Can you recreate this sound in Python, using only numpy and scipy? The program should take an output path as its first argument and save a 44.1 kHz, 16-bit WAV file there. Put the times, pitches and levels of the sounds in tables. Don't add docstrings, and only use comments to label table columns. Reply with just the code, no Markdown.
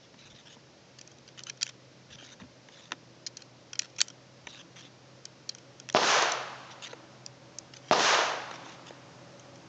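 import sys
import numpy as np
from scipy import signal
from scipy.fft import rfft, irfft, next_fast_len
from scipy.io import wavfile

SR = 44100
rng = np.random.default_rng(int(sys.argv[2]) if len(sys.argv) > 2 else 0)


def materialize(psi):
    bounded = np.clip(np.atleast_2d(psi).T, -1, 1)
    quanta = np.round(bounded * 32767).astype(np.int16)
    wavfile.write(sys.argv[1], SR, quanta)


N = 426888
TIME_S = np.arange(N) / SR

# frequency in Hz, gain in dB.
AIR_SPECTRUM = [(15, -60), (25, -41.5), (97, -11), (120, -6.5), (230, -8.5), (339, -10), (411, -12.5),
                (562, -9), (699, -16.5), (1130, -21), (1440, -21), (1790, -21.5), (3610, -23.5),
                (5440, -22.5), (8000, -32), (10400, -72.5), (17600, -120)]
ROAR_SPECTRUM = [(60, -19), (120, -3), (175, -5.5), (230, -6), (330, -3), (440, -10.5), (560, -6),
                 (700, -8), (1100, -10.5), (2000, -18.5), (5000, -25)]
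MIC_RESPONSE = [(20, -3), (6500, 0.5), (7300, -3.5), (7700, -10.5), (8000, -16.5), (8500, -16),
                (9000, -26.5)]
# centre in seconds, level in dB, half-width in seconds.
WIND_PUFFS = [(0.245, -62, .03), (0.334, -55, .035), (1.328, -70, .03), (2.143, -55.5, .04),
              (2.437, -54, 0.044), (4.48, -58, .04)]
# time in seconds, firing rate in Hz, hum level in dB.
ENGINE_TRACK = [(0, 135.7, -68.5), (1.4, 128.8, -60.5), (3, 123.3, -62.5), (5, 128.3, -60.5),
                (9.68, 127.6, -58.5)]
# frequency in Hz, width in Hz, level in dB relative to the roar.
DRONE_BANDS = [(169, 8, -10.5), (275.4, 9.9, -13), (330, 6, -11.5), (560, 45, -9)]

# start in seconds, gain in dB.
GUNSHOTS = [(5.9487, 0), (7.912, 0.2)]
# delay in seconds, relative level in dB, spread in seconds.
NEAR_ECHOES = [(.0026, -19, 0.0013), (0.018, -14, 0.001), (0.0236, -5.5, 0.00165), (.06, -17, .0007),
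               (0.0835, -4, 0.0011)]
# frequency in Hz, gain in dB.
GROUND_SPECTRUM = [(50, -34), (130, -6), (250, -4.5), (380, 3), (900, 4.5), (1500, -4.5), (2300, -9.5),
                   (3400, -8), (5500, -9.5), (8000, -26.5)]
WOODS_SPECTRUM = [(60, -52), (150, -28.5), (260, -20), (370, -8), (600, -1), (1000, -0.5), (1600, -1),
                  (2100, -5.5), (3000, -4), (4800, -7), (6300, -3), (8000, -13)]
SLOPE_SPECTRUM = [(100, -39), (400, -15.5), (750, 0.5), (1150, -1), (1800, -7.5), (4000, -14.5),
                  (8000, -25.5)]

# frequency in Hz, gain in dB, T60 in seconds.
BENCH_MODES = [(378, -35, 0.06), (623.6, -25, 0.14), (697, -24.5, 0.082)]
BOX_MODES = [(256, -22, 0.08), (420, -22, .0075), (734, -12, 0.0089), (970, -4, .011), (1330, -2.5, 0.008),
             (1800, -1, 0.0082), (2340, -2.5, 0.0055), (2850, 2, 0.0063), (3640, 2.5, 0.01),
             (4800, 0, 0.0032), (6070, 1.5, 0.0057), (6530, -5.5, 0.0038)]
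MAGAZINE_MODES = [(480, -24.5, .0098), (1080, -10, 0.0052), (1443, -6, 0.019), (1765, -0.5, 0.0078),
                  (2490, -4, 0.0088), (3187, -3, 0.017), (4060, -7, .0097), (4800, -8.5, .0075),
                  (5200, -9.5, 0.0054), (5840, -2, 0.0093), (6700, -12, 0.0072), (7160, -7, 0.0044)]
# start in seconds, relative level in dB,
# hardness 0-1, scrape length in seconds, thud in Hz.
BOX_KNOCKS = [(.1408, -54, 0.38, 0.0063, 358), (.5676, -52, 0, .0019, 228),
              (2.2255, -51.5, 0.42, 0.0047, 536), (2.3995, -54.5, 0.73, .012, 458),
              (2.4144, -45.5, 0.28, 0.0099, 193), (2.4346, -48, 0.1, 0.012, 248),
              (2.6863, -57.5, .75, 0.0039, 450), (2.9075, -57, 0.6, .0035, 290),
              (2.9193, -44, 0.99, .0023, 267), (2.9288, -43.5, 0.4, 0.0064, 264.4),
              (4.4699, -48, 0.84, 0.0061, 563), (4.5467, -61.5, 0.87, .0029, 290),
              (6.9306, -40, 0.37, .0051, 473), (8.5118, -44, 0.63, 0.0037, 516),
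              (8.9069, -43.5, 0.2, 0.0018, 484)]
# start in seconds, length in seconds, level in dB.
RUMMAGE_RUNS = [(.02, .04, -63), (.18, 0.15, -57.5), (.342, 0.069, -56.5), (.45, 0.097, -57),
                (2.1, 0.061, -52.5), (2.178, 0.16, -54.5), (2.713, 0.17, -58), (4.48, .135, -53.5),
                (4.755, 0.12, -55.5), (6.7, .02, -52), (6.818, 0.054, -46.5), (6.888, .04, -49),
                (8.53, 0.039, -50.5), (8.645, .1, -52.5), (8.86, .04, -52)]
# start in seconds, length in seconds, level in dB, spot ring in Hz.
CASE_SLIDES = [(1.37, 0.047, -51, 3020), (1.46, 0.046, -46.5, 3100), (1.635, 0.082, -53, 3170),
               (3.375, 0.058, -61.5, 5100), (3.8, 0.07, -53, 6000), (4.018, 0.078, -61, 5760),
               (5.5, 0.03, -60, 4060), (7.74, 0.061, -59, 6140), (7.82, 0.094, -55.5, 2210)]
# start in seconds, length in seconds, relative level in dB.
THUMB_RUNS = [(1.115, 0.2, -54), (1.573, .03, -51.5), (3.42, 0.087, -45.5), (3.9, .11, -56.5),
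              (5.583, .03, -48), (7.767, 0.035, -46), (9.396, 0.034, -48.5), (9.557, .03, -52)]
# start in seconds, relative level in dB, firmness 0-1,
# scrape length in seconds, spot ring in Hz.
BRASS_CLICKS = [(.9865, -45, 0.78, 0.005, 2900), (1.0123, -43.5, 0.6, .0033, 5680),
                (1.075, -48, 0.4, .0032, 6400), (1.2867, -53, 1, .0036, 3150),
                (1.3922, -43.5, 1, 0.0023, 2930), (1.4357, -39, .2, 0.003, 5200),
                (1.4972, -33.5, 0.74, 0.0048, 5760), (1.6111, -38, 0.66, .0027, 4370),
                (1.6656, -42.5, 1, 0.0022, 2850), (1.6911, -43, 0.93, 0.0068, 5800),
                (3.2642, -30, 0.44, .011, 4200), (3.3689, -38, 0.53, 0.0066, 4320),
                (3.7317, -37, .85, 0.0032, 5840), (3.7542, -44, 0.93, 0.0033, 5230),
                (3.7919, -22, 0.62, 0.0027, 5100), (3.8186, -43, 0.94, .0026, 5800),
                (3.984, -34, 0.78, 0.011, 5760), (4.0826, -40.5, 0.6, 0.0021, 5940),
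                (4.101, -47, 0.92, 0.0053, 5870), (5.2532, -36.5, 0.5, .0034, 6400),
                (5.4915, -28.5, 0.26, 0.004, 4140), (5.5494, -43.5, 0.54, .0014, 5800),
                (5.7997, -42.5, 0.64, 0.0021, 6100), (5.8887, -40, 1, 0.0011, 2630),
                (5.8984, -37, .95, 0.0019, 3300), (5.9264, -43, 0.5, .0014, 6240),
                (5.942, -39.5, .6, 0.0017, 3200), (6.2225, -27.5, .5, 0.0024, 2440),
                (6.3177, -28, 0.44, 0.0043, 5990), (7.2627, -36, .2, 0.0011, 5300),
                (7.586, -33.5, 0, 0.0022, 6800), (7.7366, -46.5, 0.98, 0.0045, 5340)]
# time in seconds, relative level in dB.
SEATINGS = [(1.63, -23.5), (4.015, -16.5)]
# lead in seconds, gain in dB, firmness 0-1, scrape length in seconds, spot ring in Hz.
SNAP_CONTACTS = [(.0113, -9.5, 0.88, 0.0041, 4200), (0.00061, -5, .25, 0.00098, 4540),
                 (0.00087, 0, 0.63, 0.0027, 6770)]


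def gain_of(db):
    return 10 ** (np.asarray(db) / 20)


def unit_rms(x):
    return x / np.sqrt(np.mean(x ** 2) + 1e-20)


def coloured(x, spectrum):
    size = next_fast_len(len(x) + 2048)
    bins_hz = np.fft.rfftfreq(size, 1 / SR)
    hz, db = np.transpose(spectrum)
    gains = gain_of(np.interp(np.log(bins_hz + 1), np.log(hz + 1), db))
    return irfft(rfft(x, size) * gains, size)[:len(x)]


def add(mix, start_s, sound):
    part = mix[max(round(start_s * SR), 0):][:len(sound)]
    part += sound[:len(part)]


def drift(rate_hz):
    knots = rng.standard_normal(4096)
    return unit_rms(np.interp(TIME_S * rate_hz, np.arange(len(knots)), knots))


def noise(spectrum):
    return unit_rms(coloured(rng.standard_normal(N), spectrum))


def open_air(level_db=-56.5):
    return gain_of(level_db) * noise(AIR_SPECTRUM)


def wind(spectrum=((15, -20), (50, -9), (90, 0), (200, -2), (600, -45), (3000, -94))):
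    envelope = sum(gain_of(db) * np.exp(-((TIME_S - centre_s) / width_s) ** 2)
                   for centre_s, db, width_s in WIND_PUFFS)
    return envelope * noise(spectrum)


def far_engine(wander=.0075, flutter_db=1.4, roar_db=-66.5, growth_db_per_s=1.48):
    times_s, *columns = np.transpose(ENGINE_TRACK)
    firing_hz, hum_db = (np.interp(TIME_S, times_s, column) for column in columns)
    cycles = np.cumsum(firing_hz * (1 + wander * drift(9))) / SR
    hum = np.sqrt(2) * np.sin(2 * np.pi * cycles) * gain_of(hum_db + flutter_db * drift(15))
    drone = np.zeros(N)
    for hz, width_hz, db in DRONE_BANDS:
        phasor = drift(width_hz) + 1j * drift(width_hz)
        drone += gain_of(db) * (phasor * np.exp(2j * np.pi * hz * TIME_S)).real
    roar = .86 * noise(ROAR_SPECTRUM) + drone
    return hum + roar * gain_of(roar_db + growth_db_per_s * TIME_S + .47 * drift(8))


def slope_swell(t, level_db=-29, fade_db_per_s=27.5, rise_s=.26):
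    return gain_of(level_db - fade_db_per_s * t) * np.minimum(t / rise_s, 1) ** 2


def woods_swell(t, level_db=-22, crest_s=.21, steepness=3.3):
    reach = t / crest_s
    return gain_of(level_db) * (reach * np.exp(1 - reach)) ** steepness


def ground_swell(t, level_db=-24.5, fade_db_per_s=50.5, rise_s=.0038,
                 burst_db=-20.5, delay_s=.019, spread_s=.0081):
    ground = gain_of(level_db - fade_db_per_s * t) * (1 - np.exp(-t / rise_s))
    benches = gain_of(burst_db) * np.exp(-((t - delay_s) / spread_s) ** 2)
    return np.hypot(ground, benches)


def blast(t, push_s=.00067, band_hz=(140, 4200), gain_db=-5.5, bench_db=11, size=1024):
    pulse = (1 - t / push_s) * np.exp(-t / push_s)
    pulse = signal.sosfilt(signal.butter(2, band_hz, "bandpass", fs=SR, output="sos"), pulse)
    out = pulse + sum(gain_of(bench_db + db - 60 * t / t60_s) * np.cos(2 * np.pi * hz * t)
                      for hz, db, t60_s in BENCH_MODES)
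    crack = signal.sosfilt(signal.butter(1, 900, "highpass", fs=SR, output="sos"), pulse[:size])
    for delay_s, db, spread_s in NEAR_ECHOES:
        echo = signal.fftconvolve(crack, rng.standard_normal(size) * np.exp(-t[:size] / spread_s))
        add(out, delay_s, gain_of(db - .5) * echo * np.linalg.norm(pulse) / np.linalg.norm(echo))
    return gain_of(gain_db) * out


def gunshots(coherence_hz=3600, air_loss_db_per_s_khz=6.5, lumps_db=2):
    t = np.arange(SR * 3 // 2) / SR
    out, direct = np.zeros(N), blast(t)
    still_paths = rng.standard_normal((3, len(t))) * gain_of(lumps_db * drift(300)[:len(t)])
    hz, delay_s, still = signal.stft(still_paths, SR, nperseg=256)
    coherence = np.exp(-hz / coherence_hz)[:, None]
    air_loss = gain_of(-air_loss_db_per_s_khz * np.outer(hz / 1000, delay_s))
    for start_s, db in GUNSHOTS:
        moving = signal.stft(rng.standard_normal(still_paths.shape), SR, nperseg=256)[2]
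        ground, woods, slope = coherence * still + np.sqrt(1 - coherence ** 2) * moving
        shot = direct.copy()
        for paths, spectrum, swell in ((ground, GROUND_SPECTRUM, ground_swell(t)),
                                       (woods * air_loss, WOODS_SPECTRUM, woods_swell(t)),
                                       (slope, SLOPE_SPECTRUM, slope_swell(t))):
            scatter = coloured(signal.istft(paths, SR, nperseg=256)[1][:len(t)], spectrum)
            shot += scatter / np.std(scatter[:SR // 3]) * swell
        add(out, start_s, gain_of(db) * shot)
    return out


def ring(modes, detune=0, vary_db=0, size=4096):
    out, t = np.zeros(size), np.arange(size) / SR
    for hz, db, t60_s in modes:
        grip, spot, phase = rng.standard_normal(3)
        envelope = gain_of(db + vary_db * spot - 60 * t / t60_s)
        out += envelope * np.sin(2 * np.pi * (hz * (1 + detune * grip) * t + phase))
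    return out


def contacts(rows, modes, edges_hz, soft_db, hard_db, gain_db, detune, vary_db, chatter,
             spot_db, spot_t60_cycles, size=4096):
    out, t = np.zeros(N), np.arange(size) / SR
    bands = [signal.butter(3, band_hz, "bandpass", fs=SR, output="sos")
             for band_hz in zip(edges_hz, edges_hz[1:])]
    for start_s, db, hardness, scrape_s, spot_hz in rows:
        force = chatter * rng.standard_normal(size) ** 3 * np.exp(-(t / scrape_s) ** 2)
        force[0] += 1
        response = ring(modes, detune, vary_db) + ring([(spot_hz, spot_db, spot_t60_cycles / spot_hz)])
        body = signal.fftconvolve(force, response)[:size]
        levels_db = gain_db + db + np.add(soft_db, hardness * np.subtract(hard_db, soft_db))
        for band, level_db in zip(bands, levels_db):
            part = signal.sosfilt(band, body)
            add(out, start_s, gain_of(level_db) * part / np.linalg.norm(part))
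    return out


def friction(strokes, modes, grain_db, slips_per_s, hiss, detune, spot_db, spot_t60_s=.01, gain_db=0):
    out = np.zeros(N)
    light_touch = signal.butter(2, 1400, "highpass", fs=SR, output="sos")
    for start_s, length_s, db, spot_hz in strokes:
        size = round(length_s * SR)
        slips = (rng.random(size) < slips_per_s / SR) * rng.choice([-1, 1], size)
        slips = slips * gain_of(grain_db * np.minimum(rng.exponential(1, size), 3))
        force = (unit_rms(slips) + hiss * rng.standard_normal(size)) * signal.windows.tukey(size, .4)
        response = ring(modes, detune, vary_db=1) + ring([(spot_hz, spot_db, spot_t60_s)])
        sound = signal.sosfilt(light_touch, signal.fftconvolve(force, response))
        add(out, start_s, gain_of(db + gain_db) * sound / np.std(sound[:size]))
    return out


def finger_moves(runs, every_s, jitter, vary_db, spot_hz, vary_pitch):
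    for start_s, length_s, db in runs:
        count = max(round(length_s / every_s), 1)
        for k, (late, strength, spot) in enumerate(rng.standard_normal((count, 3))):
            move_s = start_s + (k + jitter * late * (k > 0)) * length_s / count
            yield move_s, db + vary_db * strength, spot_hz * np.exp(vary_pitch * spot)


def box_rustle(stroke_s=.04):
    moves = finger_moves(RUMMAGE_RUNS, every_s=.034, jitter=.08, vary_db=2, spot_hz=3620, vary_pitch=.07)
    strokes = [(start_s, stroke_s, db, hz) for start_s, db, hz in moves]
    return friction(strokes, BOX_MODES, grain_db=4.5, slips_per_s=1300, hiss=.59, detune=.057,
                    spot_db=-4.5, gain_db=.5)


def box_knocks():
    return contacts(BOX_KNOCKS, BOX_MODES, edges_hz=(140, 700, 2300, 8000),
                    soft_db=(1.5, -11.5, -23), hard_db=(-.5, 12.5, 10.5), gain_db=26,
                    detune=.02, vary_db=.5, chatter=.036, spot_db=-11.5, spot_t60_cycles=15)


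def case_slides():
    return friction(CASE_SLIDES, MAGAZINE_MODES, grain_db=9, slips_per_s=1100, hiss=.51, detune=.048,
                    spot_db=-4)


def magazine_clicks(tick_firmness=.77, tick_scrape_s=.0042):
    snaps = [(seat_s - lead_s, db + part_db, *touch)
             for seat_s, db in SEATINGS for lead_s, part_db, *touch in SNAP_CONTACTS]
    moves = finger_moves(THUMB_RUNS, every_s=.06, jitter=.33, vary_db=4.5, spot_hz=5620, vary_pitch=.23)
    ticks = [(start_s, db, tick_firmness, tick_scrape_s, hz) for start_s, db, hz in moves]
    return contacts(BRASS_CLICKS + snaps + ticks, MAGAZINE_MODES, edges_hz=(350, 2300, 4300, 8500),
                    soft_db=(-30.5, -17, 0), hard_db=(-6, 1.5, -.5), gain_db=24,
                    detune=.025, vary_db=4.5, chatter=.1, spot_db=4.5, spot_t60_cycles=29)


def loading(reflection_db=-24, delay_s=.004, t60_s=.09):
    direct = magazine_clicks() + box_knocks() + box_rustle() + case_slides()
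    t = np.arange(SR // 5) / SR
    tail = rng.standard_normal(len(t)) * gain_of(-60 * t / t60_s) * (t > delay_s)
    return direct + gain_of(reflection_db) * signal.oaconvolve(direct, tail / np.linalg.norm(tail))[:N]


def scene():
    return (loading() + gunshots() + far_engine() + open_air() + wind())[None]


def record(dry):
    sound = coloured(dry[0], MIC_RESPONSE)
    band_limit = signal.firwin(511, cutoff=9065, window=("kaiser", 9), fs=SR)
    return signal.oaconvolve(sound, band_limit, "same")[None]


dry = scene()
out = record(dry)
materialize(out)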